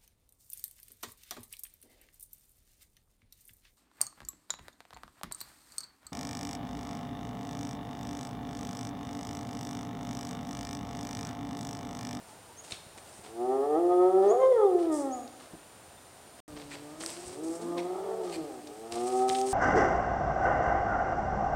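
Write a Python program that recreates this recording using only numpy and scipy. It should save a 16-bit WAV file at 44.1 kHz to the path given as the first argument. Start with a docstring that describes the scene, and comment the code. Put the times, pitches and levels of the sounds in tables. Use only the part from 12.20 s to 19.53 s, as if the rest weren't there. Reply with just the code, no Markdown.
"""Spotted hyenas squabble over a carcass in dry bush: vocal-fold harmonics, shaped by throat and mouth, slide in pitch.
Loud groans come from near the microphone, overlapping answers and moans from farther off. At the top of the
first groan the voice turns rough, then flips up an octave as its odd harmonics fade. Clumped crackle makes the
dry grass, noise bursts the snaps and thuds, resonant noise the rasping vultures, and gliding or wavering tones
the birds and insects. Faint air lies beneath, thickets return echoes, and the sound drops out briefly midway."""
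import sys
import numpy as np
from scipy import signal
from scipy.fft import rfft, irfft, next_fast_len
from scipy.io import wavfile
from scipy.ndimage import uniform_filter1d, map_coordinates

SR = 44100
rng = np.random.default_rng(int(sys.argv[2]) if len(sys.argv) > 2 else 0)


def master(y):
    """Save y as 16-bit WAV."""
    cut = np.clip(np.atleast_2d(y).T, -1, 1)
    pcm = np.round(cut * 32767)  # scale
    wavfile.write(sys.argv[1], SR, pcm.astype(np.int16))


N = 323253
T = np.arange(N) / SR   # time [s]

# the brief dropout midway: (start [s], end [s])
SILENCE = (4.203, 4.279)
# colour of the moving air: (frequency [Hz], relative level [dB])
AIR_COLOUR = [(15, -69.5), (25, -23), (87, -3), (190, -8), (249, -8), (309, -7), (591, -6), (695, -3.5),
              (1160, -11), (1400, -11), (2050, -16), (6380, -20.5), (9070, -17.5), (9840, -22),
              (16000, -29)]
# echoes off trunks and thickets: (delay [s], level against the tail [dB])
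THICKET_ECHOES = [(0.021,-29.5), (.034,-12), (.058,-11.5), (.087,-16), (.124,-19)]
# insect whines: (start [s], end [s], pitch [Hz], waver scale [Hz])
INSECT_WHINES = [(0,4.22,9100,50), (0,4.22,7200,20), (4.25,7.33,8660,30)]
# level of each whine: (level [dB])
INSECT_LEVELS = [-61, -70, -66]
# birds, thin chirps nearby and low coos far off:
# (time [s], start pitch [Hz], end pitch [Hz], length [s], level [dB])
BIRD_CALLS = [(0.357,5830,6760,0.054,-44.5), (2.064,5800,6910,0.066,-43), (2.437,3520,3650,0.041,-57),
              (2.895,5690,6955,0.063,-42.5), (3.758,3400,3640,0.039,-59), (.005,920,860,0.15,-55),
              (0.263,843,935,0.071,-53), (.435,916,872,0.067,-52), (0.713,874,817,0.083,-53)]
# rasping hisses of the vultures: (time [s], length [s], level [dB])
VULTURE_RASPS = [(4.505,0.057,-48.5), (5.573,0.037,-46.5), (6.114,0.058,-46.5)]
# throat resonances of each rasp: (frequency [Hz], width before damping [Hz], level [dB])
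VULTURE_THROATS = [
    [(1707, 39, 4), (2200, 87, 6.5), (3410, 43, -0.5), (4270, 130, -3), (7800, 150, -2)],
    [(2200, 44, 5), (2630, 87, 3), (3650, 36, -2), (4270, 43, -5), (5500, 52, -6)],
    [(2364, 186, -3), (3330, 28, -14), (4170, 28, -3), (4500, 72, 1), (8100, 280, -5.5)],
]
# twigs and bones snapping: (time [s], peak level before trim [dB], centre [Hz], time to fall 60 dB [s])
TWIG_SNAPS = [(.448,-41,2980,0.031), (.509,-29,3700,.012), (.521,-21,3700,0.022), (.527,-37,3630,0.27),
              (.783,-34.5,2740,0.02), (3.077,-37,4500,0.013), (3.209,-42,1172,0.015),
              (4.189,-43,1480,0.0088), (4.811,-29.5,3957,0.026), (4.837,-27,1270,0.01),
              (4.862,-14.5,6994,0.0028), (4.890,-32,7000,0.0026), (4.903,-25.5,6990,0.0055),
              (5.424,-38.5,3500,.02), (5.759,-45,2500,.008), (6.097,-33,4284,0.0073),
              (6.472,-36.5,5000,0.026), (6.723,-21.5,6400,0.0069), (6.756,-28.5,7400,.03),
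              (7.093,-14,6500,0.004), (7.099,-17.5,2860,0.0077), (7.149,-25.5,3600,0.062),
              (7.186,-27,5940,0.0075), (7.214,-24.5,5950,0.0055), (7.27,-39,7800,0.034)]
# paws and wing beats thudding: (time [s], peak level before trim [dB], centre [Hz], time to fall 60 dB [s])
PAW_THUDS = [(.522,-35.5,110,0.026), (.665,-40.5,126,0.026), (.989,-38,193,0.057), (3.332,-32.5,260,0.095),
             (4.29,-39,109,0.96), (4.44,-45,91.5,0.16), (5.06,-38,112,0.21), (6.725,-38,168,0.16),
             (7.095,-25.5,343,0.13)]
# colour of crunching stalks: (frequency [Hz], relative level [dB])
STALK_COLOUR = [(50,-19), (300,8), (900,5), (1500,-3.5), (2200,-2.5), (2900,-3), (3600,-3), (4700,-2.5),
                (6500,-11.5), (9000,-35), (15000,-37.5)]
# colour of swishing blades: (frequency [Hz], relative level [dB])
BLADE_COLOUR = [(2500,-39), (5000,-6.5), (7000,-4.5), (8600,2.5), (10000,-9), (12000,-21), (16000,-29.5)]
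# shoves through dry grass: (time [s], hold [s], crunch level before trim [dB], swish level before trim [dB])
GRASS_SHOVES = [(.08,0.016,-58,-66), (0.443,0.062,-56,-62), (.51,0.0083,-52,-54.5), (0.778,.004,-53,-61),
                (0.853,0.13,-60.5,-65.5), (1.041,.015,-52,-62.5), (2.027,0.072,-53.5,-67),
                (2.594,0.037,-52,-68), (2.724,0.071,-65,-52), (3.203,0.033,-53.5,-68),
                (4.192,0.0044,-52,-71), (4.366,0.051,-49.5,-78), (4.505,0.05,-48.5,-68),
                (4.808,0.024,-46,-51.5), (4.863,.05,-47.5,-53.5), (4.89,0.24,-52.5,-58.5),
                (5.24,0.12,-59,-56.5), (5.416,0.013,-55,-57), (5.576,0.019,-47,-66), (5.76,.06,-66,-72.5),
                (6.04,.12,-52,-64.5), (6.469,.02,-71,-75), (6.721,0.054,-47,-55), (6.8,.23,-51.5,-56),
                (7.085,0.017,-44,-48.5), (7.13,.08,-49.5,-51.5), (7.266,0.073,-48.5,-47.5)]
# lowest throat resonance, before sharpening: (frequency [Hz], relative level [dB])
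CHEST_RESONANCE = [(110,-39.5), (190,-19.5), (250,-6.5), (310,-9), (380,11.5), (440,0), (510,-13),
                   (570,-10.5), (660,-49), (900,-63.5), (2500,-107.5)]
# upper mouth resonances, before sharpening: (frequency [Hz], relative level [dB])
MOUTH_RESONANCES = [(300,-70.5), (600,-6), (690,-0.5), (765,7.5), (840,-3), (930,-12), (1010,-19.5),
                    (1160,-10.5), (1270,-7.5), (1350,-15), (1480,-38.5), (1850,-24), (2800,-56),
                    (3420,-31.5), (3900,-54)]
# far calls: (time [s], pitch [Hz], chest level before trim [dB], overtones against the chest [dB])
FAR_ANSWER = [(4.86,112.1,-59,-15), (5.13,133.5,-51,-6), (5.23,161,-36,-15.5), (5.4,170.8,-36.5,-8),
              (5.63,175.5,-36,-5), (5.86,196.9,-38,-6.5), (6,186.9,-39.5,-11), (6.23,154.7,-38.5,-10),
              (6.3,134.5,-47.5,-3), (6.42,116,-46,-2)]
FAR_LONG_MOAN = [(4.26,152,-47.5,-9.5), (4.4,146,-53,-11.5), (4.55,143.2,-53.5,-21), (4.7,150,-49.5,-6),
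                 (4.9,170,-50,-9), (5.1,181.8,-51,-4), (5.2,188.5,-48,-31), (5.35,194,-59,3)]
FAR_WHOOP = [(5.33,187,-58,-12), (5.43,224.4,-40.5,-12), (5.475,263.6,-42.5,-5), (5.51,315,-38,-10),
             (5.545,298,-44,-9), (5.58,255.7,-42,3), (5.65,203,-61,-12)]
FAR_ROUGH_MOAN = [(5.66,192.1,-62,0), (5.8,214.2,-51.5,2.5), (5.97,224.8,-45,-5.5), (6.1,203,-49.5,-4),
                  (6.3,161.3,-60,-9), (6.42,148.4,-56.5,-8), (6.54,148.8,-52,-18)]
# near calls: (time [s], pitch [Hz], chest level before trim [dB], overtones against the chest [dB])
NEAR_LOUD_GROAN = [(1.04,102,-52,-5), (1.13,112.6,-47.5,-8.5), (1.22,120.8,-29.5,-4.5),
                   (1.3,129.5,-26,-5.5), (1.42,139.4,-28.5,-9), (1.55,154.1,-26.5,-3), (1.6,172.9,-25,-7.5),
                   (1.85,183.6,-20,-9), (2.01,192,-19.5,-8.5), (2.1,207,-20,-10), (2.14,242,-26,0),
                   (2.22,263.3,-21.5,-8), (2.315,260.4,-18.5,-20.5), (2.35,235.8,-23.5,-19),
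                   (2.4,215.8,-21,-11), (2.46,197.7,-18,-6.5), (2.51,181.9,-23,-9.5), (2.6,172.9,-26,-8),
                   (2.7,159.7,-27,-9), (2.8,142.6,-30.5,-9), (2.95,125.5,-40.5,6), (3.11,111.3,-57.5,-4)]
NEAR_LAST_GROAN = [(6.46,98.9,-53.5,-1), (6.6,110.8,-45,-7.5), (6.71,116,-46,-1), (6.77,117.9,-35,-1.5),
                   (6.9,125.7,-29,-5.5), (7.04,127.5,-28.5,0), (7.17,129,-28,-4), (7.27,130.4,-36,2),
                   (7.33,130.7,-30,-9)]

BUSH_T60_S = 0.89
# steady trampling, farther off before the silence and nearer after it: (crunch [dB], swish [dB]), before trim
TRAMPLE_FAR, TRAMPLE_NEAR = (-67, -80.5), (-62.5, -69)
SHOVE_RISE_S, SETTLE_DB_PER_S = 0.012, 258
# on high notes the odd harmonics swell, and a little higher the voice turns rough
STRAIN_WIDTH_HZ, ODD_LEAD_HZ = 7.4, 25
STRAIN_ODD_DB = 9.5   # strain doubles the period, which lifts the odd harmonics
WANDER_DB, WANDER_PER_S = 1.5, 4.01   # each harmonic waxes and wanes on its own
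# in an octave flip the odd harmonics fall away and only a share of the roughness remains
FLIP_S, FLIP_ODD_DB, FLIP_ROUGH_SHARE = 0.023, -35, 0.7


def from_db(db):
    """Decibels to gain."""
    return 10 ** (np.asarray(db) / 20)


def rms_one(x):
    """Scale to unit rms."""
    return x / np.sqrt(np.mean(x ** 2) + 1e-20)


def step(x):
    """A smooth step from 0 to 1 around x = 0."""
    return .5 + .5 * np.tanh(x)


def in_time(rows, t):
    """The columns of a curve at times t."""
    s, *columns = np.transpose(rows)
    return [np.interp(t, s, c) for c in columns]


def gain_at(spectrum, hz):
    """Gain of a spectrum, straight on a log-frequency axis."""
    points, db = np.transpose(spectrum)
    return from_db(np.interp(np.log(hz + 1), np.log(points), db))


def coloured(x, spectrum):
    """Give x a spectrum; rms 1."""
    size = next_fast_len(len(x))
    gains = gain_at(spectrum, np.fft.rfftfreq(size, 1 / SR))
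    return rms_one(irfft(rfft(x, size) * gains, size)[:len(x)])


def drift(rate, size):
    """Smooth chance with spread 1, from two random knots per cycle of the rate in Hz."""
    knots = rng.standard_normal(int(size / SR * rate * 2) + 4)
    places = np.arange(size) / SR * rate * 2
    return rms_one(map_coordinates(knots, [places], order=3, mode="nearest"))


def bush(x, wet_db):
    """Trunks and thickets return a few weak echoes and a thin, long tail."""
    t = T[:SR]
    tail = rng.standard_normal(SR) * from_db(-60 * t / BUSH_T60_S) * np.clip(t / 0.016, 0, 1)
    response = tail / np.linalg.norm(tail)
    for delay, db in THICKET_ECHOES:
        response[int(delay * SR)] += from_db(db)
    return x + signal.fftconvolve(x, from_db(wet_db) * response)[:N]


def moving_air(level_db=-54):
    """Faint air around the microphone: steady random pressure with a fixed colour."""
    return from_db(level_db) * coloured(rng.standard_normal(N), AIR_COLOUR)


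def insects(blur_hz=45, throb=0.17):
    """Narrow wavering whines, blurred by uneven wing strokes."""
    out = np.zeros(N)
    for (start, end, hz, waver_hz), db in zip(INSECT_WHINES, INSECT_LEVELS):
        waver = waver_hz * (drift(8.7, N) + drift(300, N)) * 0.55
        pitch = hz + waver + blur_hz * drift(1500, N)
        whine = (1 + throb * drift(60, N)) * np.sin(2 * np.pi * np.cumsum(pitch) / SR)
        out += from_db(db) * (T >= start) * (T < end) * whine
    return out


def birds():
    """Short whistled glides that swell as they level off."""
    out = np.zeros(N)
    for s, start_hz, end_hz, length, db in BIRD_CALLS:
        u = np.linspace(0, 1, int(length * SR))
        hz = start_hz + (end_hz - start_hz) * np.sin(1.5 * u) + 50 * drift(200, len(u))
        swell = np.sin(np.pi * u ** 2.2)
        at = int(s * SR)
        out[at:at + len(u)] += from_db(db) * swell * np.sin(2 * np.pi * np.cumsum(hz) / SR)
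    return out


def vultures(rate_hz=140, flutter=0.28, damping_hz=650):
    """Air forced through a fluttering throat, coloured by its damped resonances."""
    out = np.zeros(N)
    for (s, length, db), throat in zip(VULTURE_RASPS, VULTURE_THROATS):
        size = int(length * SR)
        flap_hz = rate_hz * (1 + 0.26 * drift(90, size))
        flap = 1 + flutter * np.sin(2 * np.pi * np.cumsum(flap_hz) / SR)
        jet = rng.standard_normal(size) * flap * signal.windows.tukey(size, .4)
        rasp = 0
        for k, (hz, width, level) in enumerate(throat):
            resonance = signal.iirpeak(hz, hz / (width + damping_hz), fs=SR)
            rasp = rasp + (-1) ** k * from_db(level) * signal.lfilter(*resonance, jet)
        at = int(s * SR)
        out[at:at + size] += from_db(db) * rms_one(rasp)
    return out


def blows(rows, octaves, level_db):
    """Each blow is a dying burst, broadly tuned by the size of what is hit."""
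    out = np.zeros(N + SR)
    t = T[:SR // 2]
    for s, peak_db, hz, t60 in rows:
        band = [hz / 2 ** octaves, min(hz * 2 ** octaves, 11000)]
        tuned = signal.butter(1, band, "band", fs=SR, output="sos")
        dull = signal.butter(2, band[1], fs=SR, output="sos")
        burst = rng.standard_normal(len(t)) * from_db(-60 * t / t60)
        burst = signal.sosfilt(dull, signal.sosfilt(tuned, burst))
        at = int(s * SR)
        out[at:at + len(t)] += from_db(peak_db + level_db) * burst / np.abs(burst).max()
    return out[:N]


def crackle(per_s, spread_db, smooth):
    """Many tiny fractures of uneven size, coming in clumps over a smooth rub; rms 1."""
    born = rng.random(N) < per_s * from_db(4 * drift(25, N)) / SR
    sizes = from_db(spread_db * np.minimum(rng.exponential(1, N), 4)) * rng.choice([-1, 1], N)
    return rms_one(rms_one(born * sizes) + smooth * rng.standard_normal(N))


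def grass(crunch_db=0, swish_db=6):
    """Stalks crunch and blades swish as the animals shove each other: each shove rises, holds and settles."""
    trample_db = np.where(T[:, None] < SILENCE[0], TRAMPLE_FAR, TRAMPLE_NEAR).T
    power = from_db(trample_db) ** 2
    for s, hold, *levels_db in GRASS_SHOVES:
        rise = np.clip(1 + (T - s) / SHOVE_RISE_S, 0, 1)
        settle = from_db(-SETTLE_DB_PER_S * np.clip(T - s - hold, 0, 1))
        power = power + np.outer(from_db(levels_db), rise * settle) ** 2
    stalk_gain, blade_gain = np.sqrt(power)
    stalks = coloured(crackle(per_s=1500, spread_db=6.5, smooth=0.89), STALK_COLOUR)
    blades = coloured(crackle(per_s=7100, spread_db=6.5, smooth=0.69), BLADE_COLOUR)
    return stalk_gain * from_db(crunch_db) * stalks + blade_gain * from_db(swish_db) * blades


def hyena(call, level_db, bass_db, odd_db, calm, strained, strain_hz, flips_at=np.inf,
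          throat_scale=1.012, sharpness=1.05, tilt_db=-0.8, jaw_opens_hz=192, jitter=0.00416,
          flutter_db=2, rasp_hz=75, rasp_phase=0.75, hiss=0.99):
    """Vocal-fold harmonics pass throat and mouth; roughness goes from calm to strained above strain_hz.

    When the odd harmonics fade, at flips_at [s], the voice jumps an octave."""
    span = (T >= call[0][0]) & (T <= call[-1][0])
    t = T[span]
    size = len(t)
    pitch, chest_db, mouth_db = in_time(call, t)
    pitch = uniform_filter1d(pitch, SR // 40, mode="nearest")   # muscles round off every turn

    strain = step((pitch - strain_hz) / STRAIN_WIDTH_HZ)
    doubling = step((pitch + ODD_LEAD_HZ - strain_hz) / STRAIN_WIDTH_HZ)
    flipped = step((t - flips_at) / FLIP_S)
    rough = (calm + (strained - calm) * strain) * (1 + (FLIP_ROUGH_SHARE - 1) * flipped)
    odd_db = (odd_db + STRAIN_ODD_DB * doubling) * (1 - flipped) + FLIP_ODD_DB * flipped

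    # uneven cycles: the timing and the strength of the pulses shake
    uneven_pitch = pitch * (1 + jitter * drift(22.14, size))
    phase = 2 * np.pi * np.cumsum(uneven_pitch) / SR + rasp_phase * rough * drift(rasp_hz, size)
    shake = 1 + rough * drift(rasp_hz, size)

    k = np.arange(1, 29)[:, None]   # harmonic numbers
    wander = np.array([drift(WANDER_PER_S, size) for _ in k])
    source = from_db(odd_db * (k % 2) + bass_db * (k == 1) + WANDER_DB * wander)
    # the jaw opens on high notes, so the lowest resonance rides up with the pitch
    jaw = np.maximum(1, pitch / jaw_opens_hz)
    chest = source * gain_at(CHEST_RESONANCE, k * pitch * throat_scale / jaw) ** sharpness
    mouth = source * gain_at(MOUTH_RESONANCES, k * pitch * throat_scale) ** sharpness
    # the slope per octave is 1.5 times tilt_db, and 0.5 times once flipped
    mouth = mouth * from_db(tilt_db * (1.5 - flipped) * np.log2(k))
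    mouth_gain = from_db(mouth_db + flutter_db * drift(18, size))   # the overtones flutter
    chest = chest / np.linalg.norm(chest, axis=0)
    mouth = mouth / np.linalg.norm(mouth, axis=0)
    gains = chest + mouth_gain * mouth

    lag = np.pi * k ** 2 / 7   # the throat spreads each pulse out
    voiced = np.sqrt(2) * np.sum(gains * np.cos(k * phase - lag), axis=0) * shake
    # turbulence at the folds, gated by each cycle
    breath = coloured(rng.standard_normal(size), MOUTH_RESONANCES)
    turbulence = hiss * rough * (1 + np.cos(phase)) * mouth_gain * breath
    fade = np.clip(np.minimum(t - t[0], t[-1] - t) / .03, 0, 1)
    out = np.zeros(N)
    out[span] = from_db(chest_db + level_db) * fade * (voiced + turbulence)
    return out


def far_hyenas():
    """Voices farther off: an answer, a long moan, a whoop and a rough moan."""
    far = hyena(FAR_ANSWER, level_db=-1.2, bass_db=4, throat_scale=1.023, sharpness=0.85, odd_db=-6.0,
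                calm=.1, strained=.15, strain_hz=193.7)
    far += hyena(FAR_LONG_MOAN, level_db=0.1, bass_db=24, odd_db=-15.5,
                 calm=.1, strained=.14, strain_hz=260)
    far += hyena(FAR_WHOOP, level_db=-4.0, bass_db=34, odd_db=-30,
                 calm=.06, strained=0.098, strain_hz=303, jaw_opens_hz=330)
    far += hyena(FAR_ROUGH_MOAN, level_db=4.0, bass_db=-9, odd_db=-12.5,
                 calm=0.2, strained=.27, strain_hz=196)
    return far


def near_hyenas():
    """Two groans near the microphone; the first flips up an octave at its top."""
    near = hyena(NEAR_LOUD_GROAN, level_db=-2.0, tilt_db=-1.5, bass_db=-6.5, odd_db=-2.5,
                 calm=0.015, strained=0.19, strain_hz=203, flips_at=2.2)
    near += hyena(NEAR_LAST_GROAN, level_db=-1.0, bass_db=13, throat_scale=1.0, sharpness=1.085,
                  jitter=0.0016, odd_db=-5, calm=0.0096, strained=.3, strain_hz=200)
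    return near


def scene():
    """All sources in the open bush, over faint moving air."""
    background = moving_air() + insects() + bush(birds(), wet_db=-7)
    snaps = blows(TWIG_SNAPS, octaves=0.44, level_db=-3)
    thuds = blows(PAW_THUDS, octaves=0.99, level_db=-5)
    scuffle = bush(vultures() + snaps + thuds + grass(), wet_db=-10.5)
    voices = bush(far_hyenas(), wet_db=-7.0) + bush(near_hyenas(), wet_db=-7.5)
    return (background + scuffle + voices)[None]


def record(dry):
    """The sound drops out briefly midway, and the treble above 15.8 kHz is cut."""
    live = (T < SILENCE[0]) | (T > SILENCE[1])
    treble_cut = signal.ellip(10, .1, 90, 15800, fs=SR, output="sos")
    return signal.sosfilt(treble_cut, dry * live)


dry = scene()
out = record(dry)
master(out)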